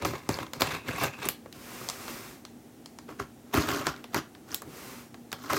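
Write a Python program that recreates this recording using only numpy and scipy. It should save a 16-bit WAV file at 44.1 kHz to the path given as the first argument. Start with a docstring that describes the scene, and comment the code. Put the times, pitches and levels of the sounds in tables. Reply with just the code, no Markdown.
"""A box cutter pops through packing tape and rasps along the side edge of a big cardboard box.
The blade moves in tiny slips that set the panels booming, while the tape fizzes as it tears.
The box is turned and hisses over the table top, then the top seam is cut, with one more turn midway.
It is all close by in a small room, where a fan hums faintly."""
import sys
import numpy as np
from scipy import signal
from scipy.fft import rfft, irfft, next_fast_len
from scipy.io import wavfile

SR = 44100
rng = np.random.default_rng(int(sys.argv[2]) if len(sys.argv) > 2 else 0)


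def put_to_file(sound):
    """Save the sound as 16-bit audio at rate SR, in the file named by the first command-line argument."""
    columns = np.atleast_2d(sound).T  # one column per channel
    safe = np.clip(columns, -1, 1)
    whole_steps = np.round(safe * 32767)
    wavfile.write(sys.argv[1], SR, whole_steps.astype(np.int16))


N = 246078
TIME = np.arange(N) / SR


def from_db(db):
    """Turn decibels into a gain."""
    return 10 ** (np.asarray(db) / 20)


def unit(response):
    """Scale a response so that white noise keeps its power going through it."""
    return response / np.sqrt(np.sum(response ** 2) + 1e-20)


def through(x, response):
    """Play x through something that answers one tap with this response."""
    return signal.fftconvolve(x, response)[:N]


def at_hz(points, hz):
    """Read a table between its rows, with octaves evenly spaced."""
    known_hz, values = np.transpose(points)
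    return np.interp(np.log(np.maximum(hz, 1)), np.log(known_hz), values)


def colour(spectrum, size=4096):
    """The quickest (minimum-phase) response to a tap that has this tone colour."""
    gains = from_db(at_hz(spectrum, np.fft.rfftfreq(size, 1 / SR)))
    cepstrum = irfft(np.log(gains))
    cepstrum[1:size // 2] *= 2
    cepstrum[size // 2 + 1:] = 0
    return unit(irfft(np.exp(rfft(cepstrum))))


def ringing(notes, t):
    """A tapped object rings with several fading notes at once."""
    return unit(sum((-1) ** k * from_db(db - 60 * t / fade_s) * np.sin(2 * np.pi * hz * t)
                    for k, (hz, db, fade_s) in enumerate(notes)))


def drift(per_s):
    """A random wander, about 1 in size, with per_s new values a second."""
    knots = rng.standard_normal(N // 50)
    wander = np.interp(TIME * per_s, np.arange(len(knots)), knots)
    return wander / np.std(wander)


def swell(peak_s, rise_s, fall_s, swing_db=22):
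    """Gain of one push: it climbs by swing_db to 1 at the peak and eases off again."""
    away = np.maximum((peak_s - TIME) / rise_s, (TIME - peak_s) / fall_s)
    return from_db(-swing_db * np.clip(away, 0, 10) ** 1.147)   # power 1 = pointed peak, 2 = rounded


# tone colour of the fan's air: f/Hz, level/dB
FAN_AIR = [(15, -46), (25, -26), (123, -11.5), (185, -13.5), (242, -7.5), (317, -10), (354, -13),
           (607, -22), (754, -20.5), (818, -21), (962, -28), (4870, -38), (5730, -35.5), (13600, -39.5),
           (16000, -39)]
def fan(air_db, hum_db, hum_hz):
    """A dull rush of air with a wavering hum."""
    air = from_db(air_db) * through(rng.standard_normal(N), colour(FAN_AIR))
    phase = 2 * np.pi * np.cumsum(hum_hz + 5.82 * drift(30)) / SR
    return air + from_db(hum_db + 3.5 * drift(9)) * np.sqrt(2) * np.sin(phase)


# how long the room's echo lasts: f/Hz, time to fade by 60 dB/s
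ROOM_FADE = [(150, 0.067), (1000, 0.28), (5000, 0.23), (14000, 0.13)]
def room(x, echo_db, treble_db, first_s):
    """Echoes off the walls begin a moment late and die away, each band at its own pace."""
    t, tail = TIME[:SR // 2], 0
    edges_hz = np.geomspace(170, 17000, 8)
    for low, high in zip(edges_hz, edges_hz[1:]):
        bandpass = signal.butter(2, [low, high], "band", fs=SR, output="sos")
        band = signal.sosfilt(bandpass, rng.standard_normal(len(t)))
        hz = np.sqrt(low * high)
        tail = tail + band * from_db(treble_db * np.log10(hz / 1000) - 60 * t / at_hz(ROOM_FADE, hz))
    onset = np.clip(t / first_s - 1, 0, 1)
    return from_db(echo_db) * through(x, unit(tail * onset))


# notes of the cardboard panels and the air inside:
# f/Hz, time to fade by 60 dB/s, level touched at the edge/dB, level touched on the top seam/dB
BOX_NOTES = [(66.6, 0.1, -7.5, -7), (106.7, 0.076, -1.5, -1.5), (141.6, 0.12, -4, -4.5),
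             (166.7, 0.15, -7.5, -9.5), (263, 0.049, -1, 6), (321, 0.083, -5, 4), (378, 0.052, -4, 1.5),
             (419, 0.032, -2, 7.5), (559.5, 0.08, -5.5, -26)]
def panels(place):
    """The box rings: where it is touched decides how loud each note is."""
    notes = [(hz, edge_db if place == "edge" else seam_db, fade_s)
             for hz, fade_s, edge_db, seam_db in BOX_NOTES]
    return ringing(notes, TIME[:SR // 4])


# shoves that turn the box: start t/s, length/s, relative hiss at full speed/dB
SHOVES = [(1.516, 0.49, -43), (1.774, 0.67, -42), (4.612, 0.51, -44.5)]
# the box's bottom catches on the table: peak t/s, relative hiss/dB, relative rumble/dB
SCUFFS = [(1.56, -50.5, -40.5), (1.825, -61, -46), (2.095, -42.5, -36.5), (4.665, -67, -36.5)]
# tone colour of the sliding: f/Hz, level/dB
SLIDE_HISS = [(210, -1), (350, 3.5), (622, -3), (943, -3.5), (1070, 0), (1760, -5), (1910, -4), (2750, -6),
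              (2980, -10), (5660, -9), (11800, -14.5), (14100, -10), (16000, -19)]
def sliding(hiss_gain_db, rumble_gain_db):
    """Cardboard on a smooth table hisses more as it speeds up; the panels rumble where it catches."""
    hiss = 0
    for start_s, length_s, db in SHOVES:
        speed = np.abs(np.sin(np.pi * np.clip((TIME - start_s) / length_s, 0, 1)))
        hiss = hiss + from_db(db) * speed ** 1.35
    rumble = hiss * from_db(-18.5)
    for s, hiss_db, rumble_db in SCUFFS:
        catch = swell(s, rise_s=0.051, fall_s=0.082)
        hiss = np.hypot(hiss, catch * from_db(hiss_db))
        rumble = np.hypot(rumble, catch * from_db(rumble_db))
    friction = rng.standard_normal(N) * from_db(0.36 * drift(51))
    return (from_db(hiss_gain_db) * through(friction * hiss, colour(SLIDE_HISS))
            + from_db(rumble_gain_db) * through(friction * rumble, panels("seam")))


# the blade or a hand bumps the cardboard: t/s, clack/dB, thump/dB
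KNOCKS = [(0.0504, -23, -28), (0.1355, -33, -28.5), (0.2921, -30, -18), (0.3878, -30, -32.5),
          (.8854, -40, -31), (1.261, -39, -28), (1.4597, -43.5, -38), (1.814, -42, -37),
          (3.0902, -40.5, -37.5), (3.1973, -31, -34), (4.1622, -28.5, -24.5), (5.1432, -42.5, -53)]
# tape and cardboard click under the hands: t/s, crack/dB, crack f/Hz, clack/dB
CLICKS = [ (0.0486, -18.5, 5000, -28.5), (0.3883, -25.5, 3220, -47), (.4661, -34, 3630, -41),
          (0.8839, -23.5, 2680, -48), (1.5263, -29.5, 3470, -68), (1.8878, -15, 5400, -34),
          (1.899, -18, 5100, -35.5), (2.08, -27, 3600, -34.5), (2.451, -28, 4040, -42.5),
          (2.859, -28.5, 4900, -49), (2.987, -31, 4570, -41.5), (3.9629, -34.5, 3680, -53),
          (4.0415, -28.5, 3700, -39.5), (4.35, -37.5, 3730, -48), (5.1433, -37.5, 4600, -59),
          (5.3174, -26, 5310, -40), ]
# the blade breaks through tight tape: t/s, crack/dB, crack f/Hz, clack/dB, tick/dB
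POPS = [ (0.0228, -29, 4530, -38, -43), (0.0538, -20, 2590, -32, -31), (0.2903, -16.5, 6100, -26, -44),
        (0.5341, -21, 4530, -34.5, -31.5), (0.6083, -16, 4660, -27.5, -21.5),
        (.619, -5.5, 3730, -17.5, -23.5), (1.0364, -21, 2560, -23, -21), (1.2874, -12, 2830, -30.5, -11.5),
        (3.5419, -37, 2800, -25, -24), (3.6881, -18, 3070, -26, -28), (3.8682, -12.5, 4200, -21.5, -46),
        (4.1449, -17, 4300, -21, -25.5), (4.5445, -16, 3870, -43, -15.5), (4.6195, -33, 6900, -37.5, -39),
        (5.328, -19, 3860, -29.5, -28.5), (5.5322, -19, 4560, -24.5, -26.5), ]
def contacts():
    """All snaps, at relative levels: t/s, crack/dB, crack f/Hz, thump/dB, clack/dB, tick/dB."""
    pops = [(s, crack, hz, clack - 6, clack, tick) for s, crack, hz, clack, tick in POPS]
    clicks = [(s, crack, hz, crack - 29.5, clack, crack - 44) for s, crack, hz, clack in CLICKS]
    knocks = [(s, clack - 1.5, 2900, thump, clack, clack - 22) for s, clack, thump in KNOCKS]
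    return pops + clicks + knocks


def thumps(gain_db, flex, lowest_dent_hz, dent_s, stiffening):
    """At each snap the panel springs back: a quick flex at the spot, then the whole box rings."""
    t, out, ring = TIME[:SR // 4], np.zeros(N + SR), panels("edge")
    hardest_db = np.array(contacts())[:, 3].max()
    for s, _, _, thump_db, _, _ in contacts():
        start = round(s * SR)
        # a light touch bends a smaller, stiffer patch, which sounds higher
        hz = lowest_dent_hz * from_db(stiffening * (hardest_db - thump_db))
        dent = unit(np.sin(2 * np.pi * hz * t) * np.exp(-t / dent_s))
        out[start:start + len(t)] += from_db(thump_db + gain_db) * unit(ring + flex * dent)
    return out[:N]


def fracture(response, decay_s):
    """A pop is a run of tiny breaks that dies within milliseconds."""
    t = TIME[:SR // 50]
    breaks = rng.choice([-1, 1], len(t)) * np.minimum(t / .0002, 1) * np.exp(-t / decay_s)
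    return unit(signal.fftconvolve(breaks, response))


# tone colour of the cardboard's clack: f/Hz, level/dB
BOARD_CLACK = [(150, -28), (450, -3.5), (680, 0), (1200, -1), (2200, -8.5), (3200, -21.5), (8000, -38)]
# tone colour of the tape's crack: multiple of its pitch, level/dB
TAPE_CRACK = [(.22, -18.5), (.65, -1), (1, 3.5), (1.5, -1.5), (2.8, -15.5)]
# tone colour of the tape's bright tick: f/Hz, level/dB
TAPE_TICK = [(1500, -42), (3500, -28), (7500, -8.5), (9500, -10), (12200, -1.5), (14500, -5), (16000, -3.5)]
def snaps(clack_gain_db, crack_gain_db, tick_gain_db):
    """Tension lets go at once: the tape ticks and cracks, the cardboard clacks."""
    out = np.zeros(N + SR)
    clack, tick = colour(BOARD_CLACK), colour(TAPE_TICK)
    for s, crack_db, crack_hz, _, clack_db, tick_db in contacts():
        start = round(s * SR)
        crack = colour([(crack_hz * multiple, db) for multiple, db in TAPE_CRACK], size=1024)
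        for db, part in [(clack_db + clack_gain_db, fracture(clack, decay_s=0.0055)),
                         (crack_db + crack_gain_db, fracture(crack, decay_s=0.0017)),
                         (tick_db + tick_gain_db, fracture(tick, decay_s=0.0011))]:
            out[start:start + len(part)] += from_db(db) * part
    return out[:N]


def slips(per_s, spread_db, judder_db, rub):
    """Sticking and slipping: tiny clicks of uneven size in bunches, over smooth rubbing."""
    sizes = from_db(spread_db * np.minimum(rng.exponential(1, N), 4)) * rng.choice([-1, 1], N)
    clicks = sizes * (rng.random(N) < per_s / SR)
    force = clicks / np.std(clicks) + rub * rng.standard_normal(N)
    force *= from_db(judder_db * drift(220))
    return force / np.std(force)


def flicker(x, depth_db, per_s):
    """Each torn fibre and spot on the cardboard favours other pitches, so each band flickers alone."""
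    size = 2 * next_fast_len(N // 2 + 1)
    spectrum, hz = rfft(x, size), np.fft.rfftfreq(size, 1 / SR)
    centres_hz = np.linspace(np.sqrt(300), np.sqrt(16000), 16) ** 2
    out = 0
    for weights in np.eye(len(centres_hz)):
        band = irfft(spectrum * np.interp(hz, centres_hz, weights))[:N]
        out = out + band * from_db(depth_db * drift(per_s))
    return out / np.std(out)


# notes of the thin blade: f/Hz, level/dB, time to fade by 60 dB/s
BLADE_NOTES = [(2300, -15, 0.0057), (2530, 3.5, 0.062), (2700, -1, 0.024)]
def blade(pushes, force, gain_db, growth, sunk_s):
    """The dragged blade sings; this grows more slowly than the pressure, so light pushes show it most."""
    pressure = np.max([from_db(db) * swell(s, rise, fall) for s, rise, fall, db, *_ in pushes], axis=0)
    shallow_db = np.where(TIME < sunk_s, -20, 0)   # quieter until it has sunk through the tape
    drive = force * from_db(gain_db + shallow_db) * pressure ** growth
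    return through(drive, ringing(BLADE_NOTES, TIME[:SR // 20]))


# tone colour of tearing tape: f/Hz, level/dB
TAPE_FIZZ = [(1500, -23.5), (4200, 10), (6500, 6), (9300, -3.5), (11500, -1), (13000, -3.5), (14200, 5),
             (16000, -14)]
def cutting(place, pushes, rasp_colour, force, tearing, rasp_gain_db, boom_gain_db, fizz_gain_db):
    """The blade's slips rasp in the cardboard and shake the panels; the tape tears in a gritty fizz."""
    rasp, boom, fizz = np.zeros((3, N))
    for peak_s, rise_s, fall_s, db, boom_db, fizz_db in pushes:
        pressure = from_db(db) * swell(peak_s, rise_s, fall_s)
        rasp = np.maximum(rasp, pressure * from_db(rasp_gain_db))
        boom = np.maximum(boom, pressure * from_db(boom_db + boom_gain_db))
        fizz = np.maximum(fizz, pressure * from_db(fizz_db + fizz_gain_db))
    return (through(force * rasp, colour(rasp_colour))
            + through(force * boom, panels(place))
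            + through((force + tearing) / np.sqrt(2) * fizz, colour(TAPE_FIZZ)))


# pushes along the side edge: peak t/s, rise/s, fall/s, level/dB, extra boom/dB, extra fizz/dB
EDGE_PUSHES = [ (0.031, 0.077, 0.025, -41.5, 8, -16), (0.067, 0.022, 0.089, -34, 3, -4),
               (.162, 0.086, 0.065, -39, -9, -10.5), (.307, 0.024, 0.16, -35.5, -1, -4.5),
               (0.437, 0.32, 0.03, -40.5, 0, -10.5), (.555, .012, 0.049, -42, 3.5, -7),
               (0.603, 0.012, 0.1, -30.5, 0.5, -6), (0.72, .13, 0.085, -29.5, -4, -13),
               (.891, 0.064, 0.061, -35, -3.5, -11.5), (0.964, 0.1, 0.037, -35, -4, -9.5),
               (1.038, 0.11, 0.064, -26.5, -4, -8), (1.138, .018, 0.039, -45, -12, -15),
               (1.26, 0.094, 0.035, -31.5, -1.5, -9), ]
# tone colour of the rasp at the edge: f/Hz, level/dB
EDGE_RASP = [(200, -31.5), (500, 1.5), (800, 0), (1080, 3.5), (1400, -3), (1650, 0), (1880, -5.5),
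             (2150, 0), (2720, -5.5), (3050, -11), (3700, -5), (6000, -17), (12000, -30)]
def edge_cut(tearing):
    """The blade drags along the side edge in fine, dense slips that also make it sing."""
    force = flicker(slips(per_s=3500, spread_db=2, judder_db=3.5, rub=0.65), depth_db=2.5, per_s=100)
    cut = cutting("edge", EDGE_PUSHES, EDGE_RASP, force, tearing,
                  rasp_gain_db=-0.5, boom_gain_db=0, fizz_gain_db=-1.5)
    return cut + blade(EDGE_PUSHES, force, gain_db=-32, growth=0.43, sunk_s=0.62)


# pushes along the top seam: peak t/s, rise/s, fall/s, level/dB, extra boom/dB, extra fizz/dB
SEAM_PUSHES = [ (3.093, 0.02, 0.098, -48, 6, -10), (3.198, 0.0095, 0.046, -35.5, 0, -10),
               (3.542, 0.016, 0.24, -27.5, -0.5, -7.5), (3.73, 0.15, .2, -30.5, 0.5, -8),
               (3.872, 0.055, .08, -33, -3.5, -9), (4.171, 0.041, 0.036, -29.5, 0.5, -7),
               (4.526, 0.051, 0.049, -42, -2, -4), (5.45, 0.12, 0.26, -47, -3.5, -4),
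               (5.506, 0.022, 0.079, -28, -6, -8), (5.565, 0.048, .12, -32.5, 1.5, -2.5), ]
# tone colour of the rasp on the seam: f/Hz, level/dB
SEAM_RASP = [(200, -49.5), (500, 0), (720, 0), (880, -6.5), (1080, 3.5), (1420, 2), (1800, -4),
             (2300, -7.5), (3200, -7.5), (4200, -22), (7000, -20.5), (12000, -44)]
def seam_cut(tearing):
    """The blade runs along the top seam in fewer, rougher slips."""
    force = flicker(slips(per_s=2400, spread_db=3.5, judder_db=2.5, rub=0.37), depth_db=3, per_s=140)
    return cutting("seam", SEAM_PUSHES, SEAM_RASP, force, tearing,
                   rasp_gain_db=0.5, boom_gain_db=2, fizz_gain_db=1.2)


def scene():
    """The box, its echoes and the fan reach one microphone, alike in both channels."""
    tearing = flicker(slips(per_s=1800, spread_db=3, judder_db=1.5, rub=0.3), depth_db=5.5, per_s=330)
    box = edge_cut(tearing) + seam_cut(tearing)
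    box += sliding(hiss_gain_db=-1, rumble_gain_db=-5.5)
    box += thumps(gain_db=21.5, flex=1.4, lowest_dent_hz=287, dent_s=0.0038, stiffening=0.23)
    # a pop sends a different ripple each way: one to the microphone, two to the walls
    direct, *to_walls = [box + snaps(clack_gain_db=21.5, crack_gain_db=9.5, tick_gain_db=16)
                         for _ in range(3)]
    echoes = sum(room(sound, echo_db=-13.5, treble_db=2, first_s=0.0022) for sound in to_walls)
    mono = direct + echoes + fan(air_db=-52, hum_db=-58, hum_hz=239.5)
    return np.stack([mono, mono])


def record(dry, bass_hz=54, ceiling=0.52, top_hz=16000):
    """The microphone thins the deep bass; the hardest pops are rounded and the highest treble is cut."""
    thinned = signal.sosfilt(signal.butter(4, bass_hz, "high", fs=SR, output="sos"), dry)
    rounded = ceiling * np.tanh(thinned / ceiling)
    return signal.sosfilt(signal.ellip(10, .1, 80, top_hz, fs=SR, output="sos"), rounded)


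dry = scene()
out = record(dry)
put_to_file(out)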